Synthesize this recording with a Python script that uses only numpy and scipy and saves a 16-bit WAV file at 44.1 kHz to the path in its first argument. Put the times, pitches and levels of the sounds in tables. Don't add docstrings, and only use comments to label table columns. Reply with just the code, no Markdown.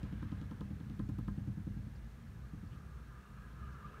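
import sys
import numpy as np
from scipy import signal
from scipy.fft import rfft, irfft
from scipy.io import wavfile

SR = 44100
rng = np.random.default_rng(int(sys.argv[2]) if len(sys.argv) > 2 else 0)


def to_wav(s):
    ch = np.atleast_2d(s).T
    pcm = np.round(np.clip(ch, -1, 1) * 32767)
    wavfile.write(sys.argv[1], SR, pcm.astype(np.int16))


N = 176400
TIME = np.arange(N) / SR

# (time [s], thump [dB], tick [dB], pane clack [dB], chatter [dB])
KNOCKS = [(0.0308, 3.5, 0, -15, -19), (0.1267, 0, -5, -27, -22), (0.2239, 2, -4.5, -6, -18),
          (0.3183, 0.5, -0.5, -12, -14), (0.4146, -1, -3.5, -29, -18), (0.5117, 0.5, -5, -7.5, -10),
          (0.6086, 2, -2, -5.5, -8), (0.704, -1, -8, -26, -18), (0.802, -1.5, -8, -17, -20),
          (0.8988, -1, -7, -20, -20), (0.9937, 6, -3, -7, -5), (1.09, 5, -5, -12, -2),
          (1.1847, 3.5, -5, -10, -1), (1.2789, 6, -7.5, -2.5, -3), (1.3771, 6.5, -15.5, -38, -12),
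          (1.4737, 4, -14, -29, -13), (1.5724, 2.5, -22, -29, -20), (1.6686, 4, -15, -31, -30),
          (1.7653, 2.5, -27, -41, -26), (1.8641, -5, -35, -31, -26), (2.5345, -0.5, -26, -27, -26),
          (2.6301, -4, -24, -30, -26), (2.729, -8, -37, -32, -30)]


def from_db(db):
    return 10 ** (np.asarray(db) / 20)


def unit_rms(x):
    return x / np.sqrt(np.mean(x ** 2) + 1e-20)


def level(points):
    return from_db(np.interp(TIME, *np.transpose(points)))


def drift(corner_hz):
    hop, settle = 40, 2000
    r = np.exp(-2 * np.pi * corner_hz * hop / SR)
    white = rng.standard_normal(N // hop + settle + 2)
    slow = signal.lfilter([1], [1, -2 * r, r * r], white)[settle:]
    return np.interp(np.arange(N) / hop, np.arange(len(slow)), unit_rms(slow))


def noise(spectrum):
    hz, db = np.transpose(spectrum)
    bin_hz = np.maximum(np.arange(N // 2 + 1) * SR / N, 1)
    shape = from_db(np.interp(np.log(bin_hz), np.log(hz), db))
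    skirts = np.minimum(bin_hz / hz[0], 1) ** 2 * np.minimum(hz[-1] / bin_hz, 1) ** 2
    return unit_rms(irfft(rfft(rng.standard_normal(N)) * shape * skirts, N))


def decays(times_s, db, t60_s):
    impulses = np.zeros(N)
    impulses[np.clip(np.round(times_s * SR).astype(int), 0, N - 1)] = from_db(db)
    return signal.lfilter([1], [1, -from_db(-60 / (t60_s * SR))], impulses + 1e-18)


def swell(envelope, rise_s):
    r = np.exp(-1 / (rise_s * SR))
    return signal.lfilter([(1 - r) ** 2], [1, -2 * r, r * r], envelope)


def strike(modes, times_s, db, scatter_db, contact_s):
    out = np.zeros(N)
    pushes = [np.hanning(2 * int(span_s * SR / 2) + 3) for span_s in np.maximum(contact_s, 0)]
    for hz, mode_db, t60_s, polarity in modes:
        gains = from_db(db + mode_db + scatter_db * rng.standard_normal(len(times_s)))
        force = np.full(N, 1e-18)
        for at_s, gain, push in zip(times_s, gains, pushes):
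            start = max(int(at_s * SR) - len(push) // 2, 0)
            force[start:start + len(push)] += gain * push / push.sum()
        r, w = from_db(-60 / (t60_s * SR)), 2 * np.pi * hz / SR
        out += polarity * signal.lfilter([0, np.sin(w)], [1, -2 * r * np.cos(w), r * r], force)
    return out


def flutter(x, depth_db, rate_hz):
    spectrum, out = rfft(x), np.zeros(N)
    centres_hz = np.geomspace(800, 3600, 26)
    band_index = np.interp(np.arange(len(spectrum)) * SR / N, centres_hz, np.arange(len(centres_hz)))
    for k in range(len(centres_hz)):
        band = irfft(spectrum * np.maximum(1 - abs(band_index - k), 0), N)
        out += band * unit_rms(from_db(depth_db * drift(rate_hz)))
    return out


def engine():
    # (frequency [Hz], density [dB])
    rumble_spectrum = [(30, -31), (39, -10.5), (50, -11.5), (62, -10.5), (72, -1), (81, -9.5), (100, -11),
                       (125, -5.5), (160, -10), (185, -15.5), (205, -11.5), (245, -19), (275, -31),
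                       (330, -26), (375, -46.5), (410, -35.5), (450, -37.5), (600, -41)]
    # (time [s], level [dB])
    rumble_level = [(0, -49), (.9, -48.5), (1.3, -63), (1.85, -53), (2.2, -51.5), (2.8, -52.5),
                    (3.1, -53.5), (3.25, -56), (3.5, -51), (4, -52.5)]
    drone_level = [(0, -49), (.8, -63), (1.1, -47.5), (1.5, -54), (2, -50), (2.6, -58), (3.1, -48.5),
                   (3.23, -63.5), (3.4, -56), (3.7, -49.5), (4, -58)]
    drone_hz, wander_hz, waver_db, throb_db = 57.5, 4.01, 2.0, 1.06
    phase = 2 * np.pi * np.cumsum(drone_hz + wander_hz * drift(4.72)) / SR
    drone = np.sqrt(2) * np.sin(phase) * level(drone_level) * from_db(waver_db * drift(3.2))
    rumble = level(rumble_level) * noise(rumble_spectrum)
    return (drone + rumble) * unit_rms(from_db(throb_db * drift(8.8)))


def tyres():
    # (frequency [Hz], density [dB])
    leaving_spectrum = [(400, 2), (700, -6.5), (1000, -2), (1300, 2), (1500, -1.5), (1660, 4), (1850, -3.5),
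                        (2100, -4), (2400, -9.5), (3000, -9), (4500, -20), (7000, -34), (14000, -60)]
    nearing_spectrum = [(340, -22), (410, -7), (470, -13.5), (800, -26), (1030, -7), (1120, -12),
                        (1195, 1.5), (1290, -2), (1370, -5), (1480, -9), (1680, -5), (1900, -23.5),
                        (2300, -24), (2700, -20), (3500, -34.5), (7000, -49)]
    # (time [s], level [dB])
    leaving_level = [(0, -64), (.3, -62.5), (.7, -69), (1.3, -75), (2, -71.5), (4, -95)]
    nearing_level = [(0, -89), (2, -77), (2.6, -69.5), (3.1, -64), (3.6, -61), (3.9, -57), (4, -56)]
    surge_db = 0.05
    leaving = level(leaving_level) * noise(leaving_spectrum)
    nearing = level(nearing_level) * noise(nearing_spectrum)
    return flutter(leaving + nearing, depth_db=3.0, rate_hz=7) * from_db(surge_db * drift(12))


def room_tone():
    # (frequency [Hz], density [dB])
    air_spectrum = [(100, -4.5), (300, -1.5), (410, 0), (500, -8), (620, -6.5), (900, -7.5), (1250, -8.5),
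                    (1650, -6), (2000, -10.5), (3000, -17), (4400, -18), (4850, -22.5), (5300, -20),
                    (6500, -21), (7500, -24), (9000, -23), (9900, -24.5), (10400, -30), (11200, -25),
                    (15500, -28)]
    air_db, hum_db, hum_hz, wander_hz = -66.5, -76.5, 501.6, 3
    air = from_db(air_db) * noise(air_spectrum)
    phase = 2 * np.pi * np.cumsum(hum_hz + wander_hz * drift(5.55)) / SR
    return air + from_db(hum_db) * np.sin(phase)


def sash_knocks():
    # (frequency [Hz], level [dB], t60 [s], polarity)
    modes = [(44, -52, 0.75, -1), (62, -46, 0.041, 1), (93, -45.5, 0.52, -1), (109.8, -36, 0.037, 1),
             (116.3, -41, 0.35, -1), (167.1, -40, 0.12, 1), (198.95, -47, 0.38, 1), (229.8, -44, 0.12, -1),
             (262.7, -37.5, 0.038, 1), (281.7, -57.5, .3, 1), (315.7, -39, 0.035, -1),
             (412.5, -65.5, 0.2, 1), (496, -59.5, 0.082, -1)]
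    # (frequency [Hz], density [dB])
    tick_spectrum = [(1800, -6), (2600, 1), (3200, 3), (4200, -6), (6500, -12), (8500, -21), (14000, -30)]
    times_s, thump_db, tick_db, _, _ = np.transpose(KNOCKS)
    contact_s = .00013 * (thump_db - tick_db)
    thump = strike(modes, times_s, thump_db, scatter_db=1.5, contact_s=contact_s)
    direct = decays(times_s, tick_db - 52.5, t60_s=.0044)
    tail = decays(times_s, tick_db - 67.5, t60_s=.1)
    return thump + noise(tick_spectrum) * (direct + tail)


def frame_and_room():
    # (frequency [Hz], density [dB])
    frame_spectrum = [(350, -7), (520, 4), (640, -12), (780, -0.5), (1000, -16), (1500, -16)]
    room_spectrum = [(85, -10), (100, 0.5), (130, 1.5), (165, -4), (205, 3.5), (245, -6.5), (290, -8),
                     (335, -14.5), (370, -27)]
    times_s, thump_db, _, _, _ = np.transpose(KNOCKS)
    frame = noise(frame_spectrum) * swell(decays(times_s, thump_db - 62.5, t60_s=.074), rise_s=.0019)
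    room = noise(room_spectrum) * swell(decays(times_s, thump_db - 49, t60_s=.34), rise_s=.0037)
    return frame + room


def pane_rattle():
    # (frequency [Hz], level [dB], t60 [s], polarity)
    modes = [(577, -52.5, 0.038, 1), (716, -56, 0.046, -1), (884, -56, 0.1, -1), (1038, -48.5, 0.079, 1),
             (1180, -46.5, 0.018, 1), (1256, -48.5, 0.061, 1), (1390, -60.5, 0.078, -1),
             (1540, -57, .02, -1), (1605, -57.5, 0.17, -1), (1770, -52, 0.031, 1)]
    # (frequency [Hz], density [dB])
    chatter_spectrum = [(2000, -33), (4000, -19), (6500, -16), (8500, -19), (11000, -8), (14000, -28),
                        (16000, -8)]
    snap_spectrum = [(7000, -20), (9300, -10), (10500, -2), (12500, 0), (14200, 0), (14800, -5),
                     (15400, -16)]
    clack_lag_s, snap_lag_s, snap_above_db = .00376, .0034, -5
    times_s, _, _, clack_db, chatter_db = np.transpose(KNOCKS)
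    clack_s = times_s + clack_lag_s
    clack = strike(modes, clack_s, clack_db, scatter_db=1.6, contact_s=np.zeros(len(clack_s)))
    chatter = noise(chatter_spectrum) * decays(clack_s, chatter_db - 66, t60_s=.03)
    hard = chatter_db > snap_above_db
    snap = noise(snap_spectrum) * decays(times_s[hard] + snap_lag_s, chatter_db[hard] - 59, t60_s=.003)
    return clack + chatter + snap


def frame_scuffs():
    # (time [s], Gaussian sigma [s], centre [Hz], level [dB])
    rubs = [(1.962, 0.0057, 4730, -74.5), (2.676, .003, 4670, -75), (2.735, .02, 2840, -73.5),
            (3.734, 0.014, 5450, -78), (3.96, .014, 2450, -74)]
    edge_ratio = 1.12
    out = np.zeros(N)
    for at_s, sigma_s, hz, db in rubs:
        band = signal.butter(2, [hz / edge_ratio, hz * edge_ratio], "band", fs=SR, output="sos")
        envelope = from_db(db) * np.exp(-.5 * ((TIME - at_s) / sigma_s) ** 2)
        out += unit_rms(signal.sosfilt(band, rng.standard_normal(N))) * envelope
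    return out


def scene():
    window = sash_knocks() + frame_and_room() + pane_rattle()
    return (window + engine() + tyres() + room_tone() + frame_scuffs())[None]


def record(dry):
    low_hz, high_hz = 27, 15600
    thin = signal.sosfilt(signal.butter(3, low_hz, "high", fs=SR, output="sos"), dry)
    return signal.sosfilt(signal.ellip(10, .1, 70, high_hz, fs=SR, output="sos"), thin)


dry = scene()
out = record(dry)
to_wav(out)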